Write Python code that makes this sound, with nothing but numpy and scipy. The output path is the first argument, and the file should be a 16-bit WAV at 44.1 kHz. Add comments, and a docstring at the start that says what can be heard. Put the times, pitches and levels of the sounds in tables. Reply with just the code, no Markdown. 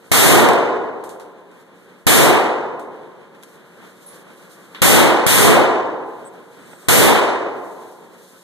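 """An indoor range, just behind the firing line: five pistol shots through a hand-held stereo recorder.
Each shot is a pressure pulse, a noise burst and a hall echo whose treble dies first; saturation makes it a harsh roar
until the echo has died down enough to come through clean. Between shots: decaying noise for clicks and knocks of
gun handling, a decaying sine for a ringing cartridge case, thin squeaks, shaped noise for rustle near the recorder
and for ventilation, and wavering sines for fan hum."""
import sys
import numpy as np
from scipy import signal
from scipy.fft import rfft, irfft, next_fast_len
from scipy.io import wavfile
from scipy.ndimage import uniform_filter1d

SR = 44100
rng = np.random.default_rng(int(sys.argv[2]) if len(sys.argv) > 2 else 0)


def persist_wave(psi):
    """Save psi, clipped to +-1, as 16-bit WAV."""
    counts = np.round(np.clip(psi, -1, 1) * 32767).astype(np.int16)
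    wavfile.write(sys.argv[1], SR, np.atleast_2d(counts).T)


N = 371763
TIME = np.arange(N) / SR
PORT_DELAY = 1 / 2610  # travel time between the microphones, s


def gain_of(db):
    """Level to amplitude: 20 dB is a factor of ten."""
    return 10 ** (np.asarray(db) / 20)


def read(points, hz):
    """Interpolates a table along a logarithmic frequency axis."""
    f, value = np.transpose(points)
    return np.interp(np.log(hz + 1), np.log(f + 1), value)


def add(mix, s, sound):
    """Superposition: adds a two-channel sound to the mix from time s."""
    part = mix[:, round(s * SR):][:, :sound.shape[1]]
    part += sound[:, :part.shape[1]]


def wander(size, rate_hz):
    """Low-passed noise: smooth random motion of standard deviation 1."""
    hz = np.fft.rfftfreq(size, 1 / SR)
    x = irfft(rfft(rng.standard_normal(size)) / (1 + (hz / rate_hz) ** 4), size)
    return x / x.std()


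def swell(top_s, rise_s, fall_s):
    """Squared-cosine envelope: a smooth rise from 0 to 1 and back."""
    u = (TIME - top_s) / np.where(TIME < top_s, rise_s, fall_s)
    return np.cos(np.pi / 2 * np.clip(u, -1, 1)) ** 2


def diffuse(spectrum, size, tilt_db=0, likeness=0.99):
    """Diffuse-field coherence: two microphones agree in the bass, not at wavelengths below their spacing."""
    padded = next_fast_len(size)
    hz = np.fft.rfftfreq(padded, 1 / SR)
    a, b = rfft(rng.standard_normal((2, padded)))
    same = likeness * np.sinc(2 * hz * PORT_DELAY)
    common = a * np.sqrt((1 + same) / 2)
    apart = b * np.sqrt((1 - same) / 2)
    # tilt_db is per octave, pivoting near 1 kHz
    colour = gain_of(read(spectrum, hz) + tilt_db * np.log2((hz + 20) / 1000))
    pair = np.array([common + apart, common - apart]) * colour
    return irfft(pair, padded)[:, :size] * np.sqrt(SR / 2)  # noise density per Hz to amplitude


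def burst(spectrum, db, t60, tilt_db=0):
    """Exponential decay: a sudden cloud of reflections that loses 60 dB in t60 seconds."""
    return diffuse(spectrum, SR, tilt_db) * gain_of(db - 60 * TIME[:SR] / t60)


def shots(clump_db=0.5, clump_hz=45, mode_spread=0.095):
    """Impulsive source in a room: pressure front, bright blast, then reverberation arriving in clumps."""
    # one row a shot: t/s, hall echo level/dB, blast level/dB, blast t60/s, brightness/(dB per octave),
    # factor on the hall's decay time
    shot_rows = [(0.1160, 3.5, 10, 0.4, -0.11, 1.058), (2.0672, -1, 1, 0.37, -0.25, 1),
                 (4.818, 0, 1.5, 0.36, -0.06, 1.01), (5.2650, 4.5, 13.5, 0.33, 0.03, 0.95),
                 (6.8850, -1.5, 0, 0.37, 0.22, 1.044)]
    # first reflections from booth, floor and ceiling, at a blast level of 0 dB: f/Hz, level/(dB per Hz)
    blast_spectrum = [(40, -62.5), (120, -38.5), (350, -29), (1000, -29.5), (2000, -19), (4000, -25.5),
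                      (7000, -23.5), (10000, -26), (14000, -25.5)]
    out = np.zeros((2, N))
    # some of the hall's modes outlast their neighbours, the same ones after every shot
    lasting = np.exp(mode_spread * uniform_filter1d(rng.standard_normal(1025), size=2))
    for s, hall_db, blast_db, blast_t60, tilt_db, stretch in shot_rows:
        blast = burst(blast_spectrum, blast_db, blast_t60, tilt_db)
        add(out, s, gain_of(blast_db) * front() + blast)
        add(out, s, hall(hall_db, tilt_db, stretch * lasting))
    return out * gain_of(clump_db * wander(N, clump_hz))


def front(peak_db=21, push_s=.0014):
    """Zero net impulse: a push, then a longer suck, throws the two overdriven microphones opposite ways."""
    # peak_db holds at a blast level of 0 dB
    u = TIME[:SR] / push_s
    return gain_of(peak_db) * (1 - u) * np.exp(-u) * np.array([[-1], [1]])


def hall(db, tilt_db, stretch, size=3 * SR):
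    """Frequency-dependent reverberation: the long echo between concrete walls loses its treble first."""
    # the echo at the shot, for an echo level of 0 dB: f/Hz, level/(dB per Hz)
    hall_spectrum = [(40, -69), (110, -50.5), (170, -49), (250, -38.5), (350, -32.5), (500, -35),
                     (750, -37), (1000, -38), (1500, -36), (2200, -32.5), (3500, -36), (7000, -45),
                     (13000, -38.5)]
    # decay time before the stretch factor: f/Hz, t60/s
    hall_decay = [(100, 1.8), (350, 1.618), (1000, 1.379), (2000, 0.97), (3500, 0.77), (7000, 0.76),
                  (13000, 0.33)]
    hz, t, z = signal.stft(diffuse(hall_spectrum, size, tilt_db), SR, nperseg=2048)
    t60 = stretch * read(hall_decay, hz)
    fade = gain_of(db - 60 * t / t60[:, None])
    return signal.istft(z * fade, SR, nperseg=2048)[1][:, :size]


def handling(snap_db=5, snap_t60=0.015):
    """Impact noise: each click or knock is a short snap over a decaying cloud of reflections."""
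    # small metal clicks of guns and cases: t/s, level/dB over the spectrum, t60/s, brightness/(dB per octave)
    click_rows = [(.4875, 37, .03, -4), (.5335, 20.5, .03, -1.5), (1.0387, -2.5, 0.28, 1.5),
                  (1.0916, 1, 0.29, .5), (1.1978, 3.5, 0.27, -2), (1.5136, -6, 0.21, -3.5),
                  (2.7951, -1, 0.28, -1), (3.3488, -10, .13, -1.5), (3.4271, 3.5, .02, -2),
                  (3.4338, 3, .07, 0)]
    # click spectrum: f/Hz, level/(dB per Hz)
    click_spectrum = [(40, -140), (300, -107), (1500, -83), (4000, -84.5), (8000, -83), (14000, -89.5)]
    # dull knocks at the bench: t/s, level/dB over the spectrum, t60/s, brightness/(dB per octave)
    knock_rows = [(4.7475, -4, 0.46, 3), (6.7323, -2.5, 0.051, -5.2)]
    # knock spectrum: f/Hz, level/(dB per Hz)
    knock_spectrum = [(100, -84), (500, -85), (1600, -69), (3500, -73), (7000, -95.5), (14000, -101)]
    out = np.zeros((2, N))
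    for rows, spectrum in (click_rows, click_spectrum), (knock_rows, knock_spectrum):
        for s, db, t60, tilt_db in rows:
            reflections = burst(spectrum, db, t60, tilt_db)
            snap = burst(spectrum, db + snap_db, snap_t60, tilt_db)
            add(out, s, reflections + snap)
    return out


def case(mode_hz=10590, t60=0.25, smear_turns=0.16, smear_hz=70):
    """Modal ringing: a brass case sounds one mode; reflections smear its phase apart at each microphone."""
    # bounces on concrete: t/s, level/dB
    bounces = [(4.063, -36.5), (4.088, -38), (4.18, -54), (4.25, -58), (4.33, -55), (4.385, -62),
               (4.53, -58.5)]
    out, t = np.zeros((2, N)), TIME[:SR]
    for s, db in bounces:
        smear = smear_turns * np.array([wander(SR, smear_hz), wander(SR, smear_hz)])
        turns = mode_hz * t + rng.random((2, 1)) + smear
        add(out, s, gain_of(db - 60 * t / t60) * np.sin(2 * np.pi * turns))
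    return out


def squeaks(waver=0.0035, waver_hz=90, lag_turns=0.35):
    """Frequency modulation: a thin, unsteady high tone, out of phase between the microphones."""
    # t/s, length/s, mean f/Hz, level/dB
    squeak_rows = [(6.243, 0.054, 8070, -39), (6.533, 0.48, 8100, -50.5)]
    out = np.zeros((2, N))
    for s, length, hz, db in squeak_rows:
        size = round(length * SR)
        unsteady_hz = hz * (1 + waver * wander(size, waver_hz))
        turns = np.cumsum(unsteady_hz) / SR + np.array([[0], [lag_turns]])
        envelope = signal.windows.hann(size) ** .5
        add(out, s, gain_of(db) * np.sin(2 * np.pi * turns) * envelope)
    return out


def rustle(rise_share=0.59, floor_db=-71, grip_db=1.5, grip_hz=18):
    """Friction noise: a stroke hisses louder as it speeds up, fades as it slows; uneven grip makes it flicker."""
    # strokes of cloth and hand near the recorder: t of the top/s, length/s, level/dB over the spectrum
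    strokes = [(0.072, .4, -60), (1.6, 0.14, -59.5), (1.85, 0.33, -64), (2.002, 0.18, -65),
               (3.52, 0.35, -58), (3.93, 1, -60), (4.137, 0.34, -52), (4.57, 1, -57.5), (6.247, 0.99, -63),
               (6.762, 0.86, -55.5), (7.826, 0.88, -56), (8.365, 0.92, -55)]
    # spectrum at a level of 0 dB: f/Hz, level/(dB per Hz)
    rustle_spectrum = [(500, -62.5), (2000, -46.5), (4000, -36), (7000, -35.5), (10000, -38.5),
                       (14000, -38.5)]
    power = gain_of(floor_db) ** 2  # the faint constant hiss beneath the strokes
    for s, length, db in strokes:
        stroke = swell(s, rise_share * length, (1 - rise_share) * length)
        power = power + (gain_of(db) * stroke) ** 2
    return diffuse(rustle_spectrum, N) * np.sqrt(power) * gain_of(grip_db * wander(N, grip_hz))


def ventilation(sway_db=1.93, sway_hz=8):
    """Broadband flow noise: the rush of the air extraction sways a little and swells once."""
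    # usual spectrum: f/Hz, level/(dB per Hz)
    vent_spectrum = [(25, -100), (70, -89.5), (110, -86), (170, -77), (280, -80.5), (480, -83), (720, -91),
                     (1000, -90.5), (1600, -85.5), (2200, -90), (3700, -96.5), (5500, -103), (14000, -114)]
    # the one swell: t of the top/s, rise/s, fall/s, level/dB above the usual
    vent_swell = (6.1, 4, 1.5, 3.7)
    top_s, rise_s, fall_s, db = vent_swell
    level_db = db * swell(top_s, rise_s, fall_s) + sway_db * wander(N, sway_hz)
    return diffuse(vent_spectrum, N) * gain_of(level_db)


def fans(waver_turns=0.066, waver_hz=2):
    """Phase modulation: faint wavering tones in the ventilation."""
    # hum of the fans: f/Hz, level/dB
    hum_tones = [(181, -58.5), (361, -61.5), (468, -62.5), (549, -65), (1028, -71), (1660, -75)]
    total = 0
    for hz, db in hum_tones:
        turns = hz * TIME + waver_turns * wander(N, waver_hz)
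        total = total + gain_of(db) * np.sin(2 * np.pi * turns)
    return total


def scene():
    """Superposition of all sources: the pressure at the two microphones."""
    return shots() + handling() + case() + squeaks() + rustle() + ventilation() + fans()


def overload(x, ceiling_db=-8.5, knee=6, onset_db=-13, flutter_growth=0.58, choke=0.011):
    """Saturation: each overdriven microphone flutters with a wide low roar; the hardest blasts choke it."""
    # flutter of the overdriven resting point, at an excess of 1: f/Hz, level/(dB per Hz)
    flutter_spectrum = [(25, -41.5), (70, -44.5), (140, -35), (300, -34), (450, -34.5), (800, -49),
                        (2000, -64), (14000, -104)]
    over = np.maximum(abs(x) - gain_of(onset_db), 0)
    # mean overdrive during the last 9 ms; abs guards against rounding below zero
    excess = abs(uniform_filter1d(over, size=400, axis=1, origin=199))
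    flutter = excess ** flutter_growth * diffuse(flutter_spectrum, N, likeness=0)
    driven = x + flutter
    clipped = driven / (1 + abs(driven / gain_of(ceiling_db)) ** knee) ** (1 / knee)
    return clipped / (1 + choke * excess)


def gain_control(x, depth=2.9, recover_s=0.61):
    """Feed-forward compression: gain sags under each roar and is still down at a quick second shot."""
    keep = np.exp(-1 / (recover_s * SR))
    power = signal.lfilter([1 - keep], [1, -keep], (x ** 2).mean(0))
    return x / (1 + depth * power)


def record(dry, edge_hz=13990):
    """Delay-and-subtract: each channel loses the delayed other one, which widens and combs the sound."""
    # share of the opposite microphone subtracted, in bass, middle and treble: f/Hz, share
    cross_bass = [(40, 1), (300, 0.95)]
    cross_middle = [(1200, .997), (4050, .997)]
    cross_treble = [(4900, 0.33), (8000, 0.18), (14000, .3)]
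    # the recorder's tone: f/Hz, level/dB
    tone_curve = [(20, -12), (43, -1), (90, 4), (130, 6), (250, 5), (600, 4.5), (1000, 4), (1700, -0.77),
                  (2400, -2.7), (3700, -2), (5000, -5), (9000, 0.3), (14000, -2)]
    size = next_fast_len(N + SR)
    hz = np.fft.rfftfreq(size, 1 / SR)
    ports = rfft(gain_control(overload(dry)), size)
    share = np.clip(read(cross_bass + cross_middle + cross_treble, hz), 0, 1)
    cross = share * np.exp(-2j * np.pi * hz * PORT_DELAY)
    widened = (ports - cross * ports[::-1]) * gain_of(read(tone_curve, hz))
    wide = irfft(widened, size)[:, :N]
    low_pass = signal.firwin(511, edge_hz, window=("kaiser", 8), fs=SR)
    return signal.oaconvolve(np.clip(wide, -1, 1), low_pass[None], "same", axes=1)


dry = scene()
out = record(dry)
persist_wave(out)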